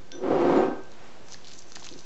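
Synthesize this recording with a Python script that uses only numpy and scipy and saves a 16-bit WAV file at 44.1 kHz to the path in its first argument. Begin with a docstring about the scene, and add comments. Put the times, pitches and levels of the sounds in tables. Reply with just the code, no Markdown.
"""A small room with a wooden table. A glass bowl clinks once and is dragged: its foot catches and
slips, the table top drones and the glass sings faintly. Then a boiled egg is cracked and peeled in
faint snaps, hollow knocks and crackles, with one soft bump on the table. Hands rustle over room
noise and a little mains hum, all heard through a narrow-band camera microphone."""
import sys
import numpy as np
from scipy import signal
from scipy.fft import rfft, irfft, next_fast_len
from scipy.io import wavfile
from scipy.ndimage import uniform_filter1d

SR = 44100
rng = np.random.default_rng(int(sys.argv[2]) if len(sys.argv) > 2 else 0)


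def waveform_to_disk(signal):
    """Save audio, clipped to [-1, 1], as 16-bit WAV at the path in sys.argv[1]."""
    frames = np.transpose(np.atleast_2d(signal))
    scaled = np.clip(frames, -1, 1) * 32767
    samples = np.round(scaled).astype(np.int16)
    wavfile.write(sys.argv[1], SR, samples)


N = 90404
T = np.arange(N) / SR
FFT_SIZE = next_fast_len(N + SR // 2)
HZ = np.fft.rfftfreq(FFT_SIZE, 1 / SR)
BAND_LIMIT_HZ = 7750


def stick_slip(slips_per_s=190, scatter=.45, spread_db=2, rub_db=-1.5, blur_hz=1330):
    """The bowl's foot slips in uneven pulses that blur into an even rub above blur_hz."""
    gap_draw, size_draw = rng.standard_normal((2000, 2)).T
    at = (np.cumsum(np.exp(scatter * gap_draw)) * SR / slips_per_s).astype(int)
    pulses = np.bincount(at[at < N], amp(spread_db * size_draw[at < N]), N)
    pulse_share = 1 / (1 + amp(2 * rub_db)) / (1 + (HZ / blur_hz) ** 2)
    slips = filtered(unit(pulses - pulses.mean()), np.sqrt(pulse_share))
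    rub = filtered(noise(), np.sqrt(1 - pulse_share))
    return slips + rub


# Table top resonances. Each row: frequency in Hz, width in Hz, gain in dB.
TABLE_MODES = [(153.5, 15, -13), (170, 8.3, -16), (263.5, 23, -1.5), (286.6, 9.4, 1), (345.4, 30.4, 3.5),
               (379.2, 18, 4.5), (478, 19, -5), (501.3, 19, -0.5), (547.3, 8.4, 1), (678, 13, -11.5),
               (733, 13.6, -3), (788, 14, -11.5), (945, 25, -14.5), (1250, 21, -13.5)]
# Wood response between resonances. Each row: frequency in Hz, gain in dB.
WOOD_COLOUR = [(30, -43.5), (100, -24), (200, -11.5), (330, -13), (600, -12.5), (1000, -16.5),
               (1300, -20.5), (1500, -27.5), (2200, -31), (3000, -37), (4500, -43.5), (7500, -52.5)]
# Drag force. Each row: time in seconds, level in dB.
DRAG_DB = [(.115, -59), (.145, -41.5), (.205, -40.5), (.238, -27.5), (.29, -26.5), (.32, -21.5),
           (.385, -24), (.46, -20.5), (.55, -22.5), (.575, -17), (.615, -22), (.66, -25), (.71, -30),
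           (.75, -39), (.805, -43.5), (.85, -62)]
# Treble of the scrape. Each row: time in seconds, boost relative to the drone in dB.
GRIT_BOOST_DB = [(.15, -8), (.22, -3), (.28, 1.5), (.33, 1), (.39, 3), (.46, 1), (.53, 4.5), (.58, 0),
                 (.62, 4), (.68, 0.5), (.76, 4.5), (.85, 5)]

def scrape(crossover_hz=640):
    """The slips shake the table top: a low drone with grit above it."""
    response = np.hypot(resonances(TABLE_MODES), amp(along(WOOD_COLOUR, HZ)))
    shaken = filtered(stick_slip(), causal(response))
    treble = filtered(shaken, 1 / (1 + (crossover_hz / (HZ + 1)) ** 10))
    drone = shaken - treble
    grit = level(GRIT_BOOST_DB) * steady(treble) * np.std(treble) / np.std(drone)
    return level(DRAG_DB) * (steady(drone, samples=1500) + grit)


# Bowl modes. Each row: frequency in Hz, gain in dB, T60 in seconds.
BOWL_MODES = [(1549, -0.5, 0.13), (2220, -14, 0.066), (3500, -10.5, 0.082), (3567, -5.5, 0.13),
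              (5955, -7, 0.24), (5920, -11, .18), (6000, -9, 0.057)]
# Contacts within the clink. Each row: start in seconds, level in dB, hardness in dB per octave.
BOWL_CONTACTS = [(.1183, -44, 2), (0.131, -47, -4.5), (.136, -48, 11), (.153, -50.5, 5.5)]
# Contact tick spectrum. Each row: frequency in Hz, relative level in dB.
TICK_SPECTRUM = [(500, -16), (1500, -18), (3500, 7.5), (4800, -6.5), (6100, 11.5), (6800, -8.5),
                 (7800, -28)]

def clink(tick_db=-32.5, tick_t60_s=.015, pivot_hz=3500):
    """The first contact ticks and each feeds the bowl's modes; the ring flutters as the glass rocks."""
    first_s = BOWL_CONTACTS[0][0]
    out = amp(tick_db) * decay(first_s, tick_t60_s) * coloured(noise(), TICK_SPECTRUM)
    for hz, mode_db, t60 in BOWL_MODES:
        octaves = np.log2(hz / pivot_hz)
        power = sum((amp(db + mode_db + hardness * octaves) * decay(start, t60)) ** 2
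                    for start, db, hardness in BOWL_CONTACTS)
        out += np.sqrt(power) * rough_tone(hz, depth=.6, flutter_hz=109.8)
    return out


# Bowl ring under the drag. Each row: time in seconds, level in dB.
SINGING_DB = [(.2, -67), (.3, -50), (.4, -65), (.46, -44), (.62, -45.5), (.72, -48), (.82, -58.5),
              (.97, -72)]

def singing(ring_hz=1557, squeak_hz=6950, squeak_at_s=.59, squeak_half_s=.025, squeak_db=-58):
    """Friction keeps the bowl's lowest mode ringing; the foot squeaks where it presses hardest."""
    ring = steady(filtered(noise(), resonances([(ring_hz, 8.2, 0)])))
    squeak = steady(filtered(noise(), resonances([(squeak_hz, 90, 0)])))
    swell = np.exp(-((T - squeak_at_s) / squeak_half_s) ** 2)
    return level(SINGING_DB) * ring + amp(squeak_db) * swell * squeak


# Shell fractures. Each row: start in seconds, level in dB, band centre in Hz, T60 in seconds.
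FRACTURES = [(0.836, -53, 6500, .003), (0.918, -47, 4530, 0.0046), (0.938, -52.5, 4550, 0.0028),
             (1.2843, -45, 6000, .005), (1.3126, -50, 6000, .006), (1.317, -52, 5460, 0.0092),
             (1.3223, -37.5, 5700, 0.0052), (1.329, -45, 5250, 0.0033), (1.333, -40, 5800, .005),
             (1.3365, -39.5, 5440, .008), (1.3433, -37.5, 4870, .005), (1.4455, -45, 4000, .005),
             (1.4521, -47, 4330, 0.0079), (1.4712, -40.5, 3930, 0.0085), (1.4812, -44, 5600, .006),
             (1.4846, -43, 4500, 0.0082), (1.494, -52, 4600, .01), (1.5152, -47, 4100, 0.0076),
             (1.534, -44, 5200, .012), (1.536, -43.5, 6600, 0.016), (1.5885, -51, 6600, .008),
             (1.59, -39.5, 6900, 0.018), (1.622, -44.5, 6230, 0.0056), (1.72, -39.5, 5140, .007),
             (1.7532, -39.5, 6300, 0.0034), (1.757, -34, 6160, 0.005), (1.7611, -40, 3700, 0.009),
             (1.769, -43, 4600, .005), (1.796, -44, 5700, 0.0063), (1.8026, -47, 5900, 0.0074),
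             (1.825, -60, 5560, 0.0058), (1.829, -43, 4400, .005), (1.8385, -45, 4300, .006),
             (1.8441, -38, 4150, 0.003), (1.85, -43, 5340, 0.0029), (1.866, -39.5, 5800, 0.0055),
             (1.87, -39.5, 2700, 0.0063), (1.8887, -35.5, 4170, 0.0033), (1.909, -50, 4600, 0.0046),
             (1.9255, -43, 4200, 0.0087), (1.9381, -41.5, 4200, 0.0044), (1.977, -53, 4400, 0.01),
             (1.9802, -47, 5600, .005), (1.9902, -42, 4830, 0.0042), (2.007, -47, 5770, 0.0087)]

def shell_snaps(width_oct=.53, tail_db=-20, tail_t60_s=.064, level_samples=88):
    """Each fracture is a sharp noise burst in its own band with a short crumbling tail."""
    out, length = np.zeros(N), 2048
    hz = np.fft.rfftfreq(length, 1 / SR)
    for start, db, centre_hz, t60 in FRACTURES:
        envelope = decay(0, t60) + amp(tail_db) * decay(0, tail_t60_s)
        burst = rng.standard_normal(length) * envelope[:length]
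        band = 1 / (1 + (np.log2((hz + 1) / centre_hz) / width_oct) ** 2)
        band /= 1 + (hz / BAND_LIMIT_HZ) ** 20
        crack = irfft(rfft(burst) * causal(band))
        add(out, start, amp(db) * crack * np.sqrt(level_samples) / np.linalg.norm(crack))
    return out


# Hollow egg knocks. Each row: start in seconds, level in dB, pitch in Hz, T60 in seconds.
EGG_KNOCKS = [(1.3444, -29.5, 1700, 0.0096), (1.72, -40, 1310, 0.0065), (1.7579, -34.5, 1380, 0.0089),
              (1.7618, -31.5, 1770, 0.0085), (1.7692, -38.5, 729.6, 0.02), (1.7689, -32, 1543, 0.006),
              (1.824, -41, 920, 0.021), (1.868, -36, 1328, 0.0063)]

def egg_knocks():
    """As a large piece gives way, the egg rings roughly for a few cycles between the fingers."""
    return sum(amp(db) * decay(start, t60) * rough_tone(hz, depth=.58, flutter_hz=902)
               for start, db, hz, t60 in EGG_KNOCKS)


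def tiny_breaks(per_s=2600, spread_db=6):
    """Tiny breaks click at random times with random sizes."""
    breaks = rng.random(N) < per_s / SR
    return breaks * noise() * amp(spread_db * (2 * rng.random(N) - 1))


# Membrane and shell envelopes. Each row: time in seconds, level in dB.
MEMBRANE_DB = [(1.2, -91), (1.27, -56), (1.33, -50.5), (1.38, -61), (1.43, -60), (1.5, -59), (1.59, -48),
               (1.65, -58.5), (1.69, -53.5), (1.78, -55), (1.86, -49.5), (1.93, -53), (2.04, -56)]
CRUMBLE_DB = [(1.28, -66), (1.33, -49.5), (1.37, -62), (1.43, -59.5), (1.47, -53.5), (1.52, -49.5),
              (1.57, -61), (1.7, -61.5), (1.78, -58.5), (1.87, -49), (1.93, -66), (2.04, -55.5)]
# Their spectra. Each row: frequency in Hz, relative level in dB.
MEMBRANE_SPECTRUM = [(500, -26), (2000, -16), (3300, -9.5), (4400, -2), (5200, -3.5), (6100, 9),
                     (7000, -0.5), (8000, -3)]
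CRUMBLE_SPECTRUM = [(400, -18.5), (1500, -11), (2200, -8), (3300, -4), (4400, -4), (5200, -7.5),
                    (7500, -12.5)]

def peeling():
    """The membrane tears in a fine crackle; the shell crumbles more coarsely under the thumbs."""
    tearing = level(MEMBRANE_DB) * coloured(tiny_breaks(), MEMBRANE_SPECTRUM)
    crumbling = level(CRUMBLE_DB) * coloured(tiny_breaks(), CRUMBLE_SPECTRUM)
    return tearing + crumbling


# Table shoves and bowl thuds. Each row: start in seconds, level in dB, T60 in seconds.
TABLE_SHOVES = [(1.915, -43, 0.27), (1.957, -43, 0.084)]
BOWL_THUDS = [(0.366, -44.5, .35), (.565, -50.5, 1)]
# Thud spectrum. Each row: frequency in Hz, relative level in dB.
THUD_SPECTRUM = [(20, -16), (45, -9.5), (62, 14), (85, -6.5), (120, -1), (200, -22.5), (600, -59.5)]

def table_bumps(lowpass_hz=450):
    """Soft shoves wake the table's low resonances; the bowl thuds as it is pressed down."""
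    shove = sum(amp(db) * decay(start, t60) for start, db, t60 in TABLE_SHOVES)
    thud = sum(amp(db) * decay(start, t60) for start, db, t60 in BOWL_THUDS)
    low_modes = resonances(TABLE_MODES) / (1 + (HZ / lowpass_hz) ** 4)
    wood = steady(filtered(noise(), low_modes), samples=1000)
    rumble = steady(coloured(noise(), THUD_SPECTRUM))
    return uniform_filter1d(shove, size=130) * wood + uniform_filter1d(thud, size=400) * rumble


# Hand rustle envelope. Each row: time in seconds, level in dB.
RUSTLE_DB = [(.8, -55), (.95, -52), (1.04, -49), (1.15, -51), (1.3, -52), (1.45, -56)]
# Rustle spectrum. Each row: frequency in Hz, relative level in dB.
RUSTLE_SPECTRUM = [(60, -6), (200, -5), (450, -1), (1000, -5.5), (2500, -12), (8000, -22)]

def hand_rustle():
    """Skin rubs on the egg as the hands turn it."""
    return level(RUSTLE_DB) * coloured(noise(), RUSTLE_SPECTRUM)


# Mains harmonics. 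Each row: frequency in Hz, rms level in dB.
MAINS_HARMONICS = [(100, -66), (300, -80.5), (400, -72.5)]
# Room noise spectrum. Each row: frequency in Hz, relative level in dB.
AIR_SPECTRUM = [(20, 2), (45, 1.5), (100, 5), (180, 9.5), (300, 5), (500, -6.5), (800, -9.5), (1600, -19),
                (3000, -22.5), (6300, -13.5), (8000, -25)]

def room_tone(air_db=-58.5):
    """Steady room noise with mains hum."""
    hum = sum(amp(db) * np.sqrt(2) * np.sin(2 * np.pi * (hz * T + rng.random()))
              for hz, db in MAINS_HARMONICS)
    return amp(air_db) * coloured(noise(), AIR_SPECTRUM) + hum


# Room decay. Each row: frequency in Hz, T60 in seconds.
ROOM_T60_S = [(150, .42), (600, 0.97), (2000, 0.81), (8000, 0.18)]

def reverb(x, wet_db):
    """The room adds a diffuse tail that dies fastest in the treble."""
    hz, t, spectra = signal.stft(rng.standard_normal(SR // 2), SR, nperseg=256)
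    fade = amp(-60 * t / along(ROOM_T60_S, hz)[:, None])
    _, tail = signal.istft(spectra * fade, SR, nperseg=256)
    return x + amp(wet_db) * signal.fftconvolve(x, tail / np.linalg.norm(tail))[:N]


def amp(db):
    """Decibels to gain."""
    return 10 ** (np.asarray(db) / 20)


def unit(x):
    """x at rms 1."""
    return x / np.sqrt(np.mean(x ** 2) + 1e-20)


def steady(x, samples=2000):
    """x held at rms 1 over a sliding window."""
    return x / np.sqrt(np.abs(uniform_filter1d(x ** 2, samples)) + 1e-12)


def along(points, hz):
    """(Hz, value) points read on a log axis."""
    point_hz, values = np.transpose(points)
    return np.interp(np.log(hz + 1), np.log(point_hz + 1), values)


def level(points):
    """Gain per sample from (s, dB) points."""
    return amp(np.interp(T, *np.transpose(points)))


def decay(start_s, t60_s):
    """Envelope that jumps to 1 at start_s and falls 60 dB per t60_s."""
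    return (T >= start_s) * amp(-60 * np.maximum(T - start_s, 0) / t60_s)


def filtered(x, response):
    """x through a frequency response."""
    return irfft(rfft(x, FFT_SIZE) * response, FFT_SIZE)[:N]


def causal(gain):
    """Minimum-phase response with the given magnitude."""
    cepstrum = irfft(np.log(np.maximum(gain, 1e-6)))
    half = len(cepstrum) // 2
    cepstrum[1:half] *= 2
    cepstrum[half + 1:] = 0
    return np.exp(rfft(cepstrum))


def coloured(x, spectrum):
    """x shaped by (Hz, dB) points, at rms 1."""
    return unit(filtered(x, causal(amp(along(spectrum, HZ)))))


def resonances(modes):
    """Magnitude response of (Hz, width in Hz, dB) peaks with steep skirts."""
    return np.sqrt(sum(amp(2 * db) / (1 + ((HZ - hz) / width) ** 2) ** 2 for hz, width, db in modes))


def noise():
    """White noise."""
    return rng.standard_normal(N)


def rough_tone(hz, depth, flutter_hz):
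    """A sine whose amplitude and phase waver at random."""
    knots = rng.standard_normal((2, 4096))
    in_phase, quadrature = (np.interp(T * flutter_hz, np.arange(len(k)), k) for k in knots)
    phase = 2 * np.pi * (hz * T + rng.random())
    tone = (1 + depth * in_phase) * np.sin(phase) + depth * quadrature * np.cos(phase)
    return tone / np.hypot(1, depth)


def add(track, start_s, sound):
    """Mix a sound into the track."""
    part = track[round(start_s * SR):][:len(sound)]
    part += sound[:len(part)]


def scene():
    """Bowl, table and egg in the room, in mono."""
    table = reverb(scrape() + singing() + table_bumps(), wet_db=-21.5)
    glass = reverb(clink(), wet_db=-9)
    egg = reverb(shell_snaps() + egg_knocks() + peeling(), wet_db=-12)
    return (table + glass + egg + room_tone() + hand_rustle())[None]


def record(dry):
    """The camera cuts off steeply above its band limit and adds a small DC offset."""
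    dc_offset, stop_hz = .017, 8000
    lowpass = 1 / np.sqrt(1 + (HZ / BAND_LIMIT_HZ) ** 50) / (1 + (HZ / stop_hz) ** 110)
    return dc_offset + filtered(dry[0], lowpass)[None]


dry = scene()
out = record(dry)
waveform_to_disk(out)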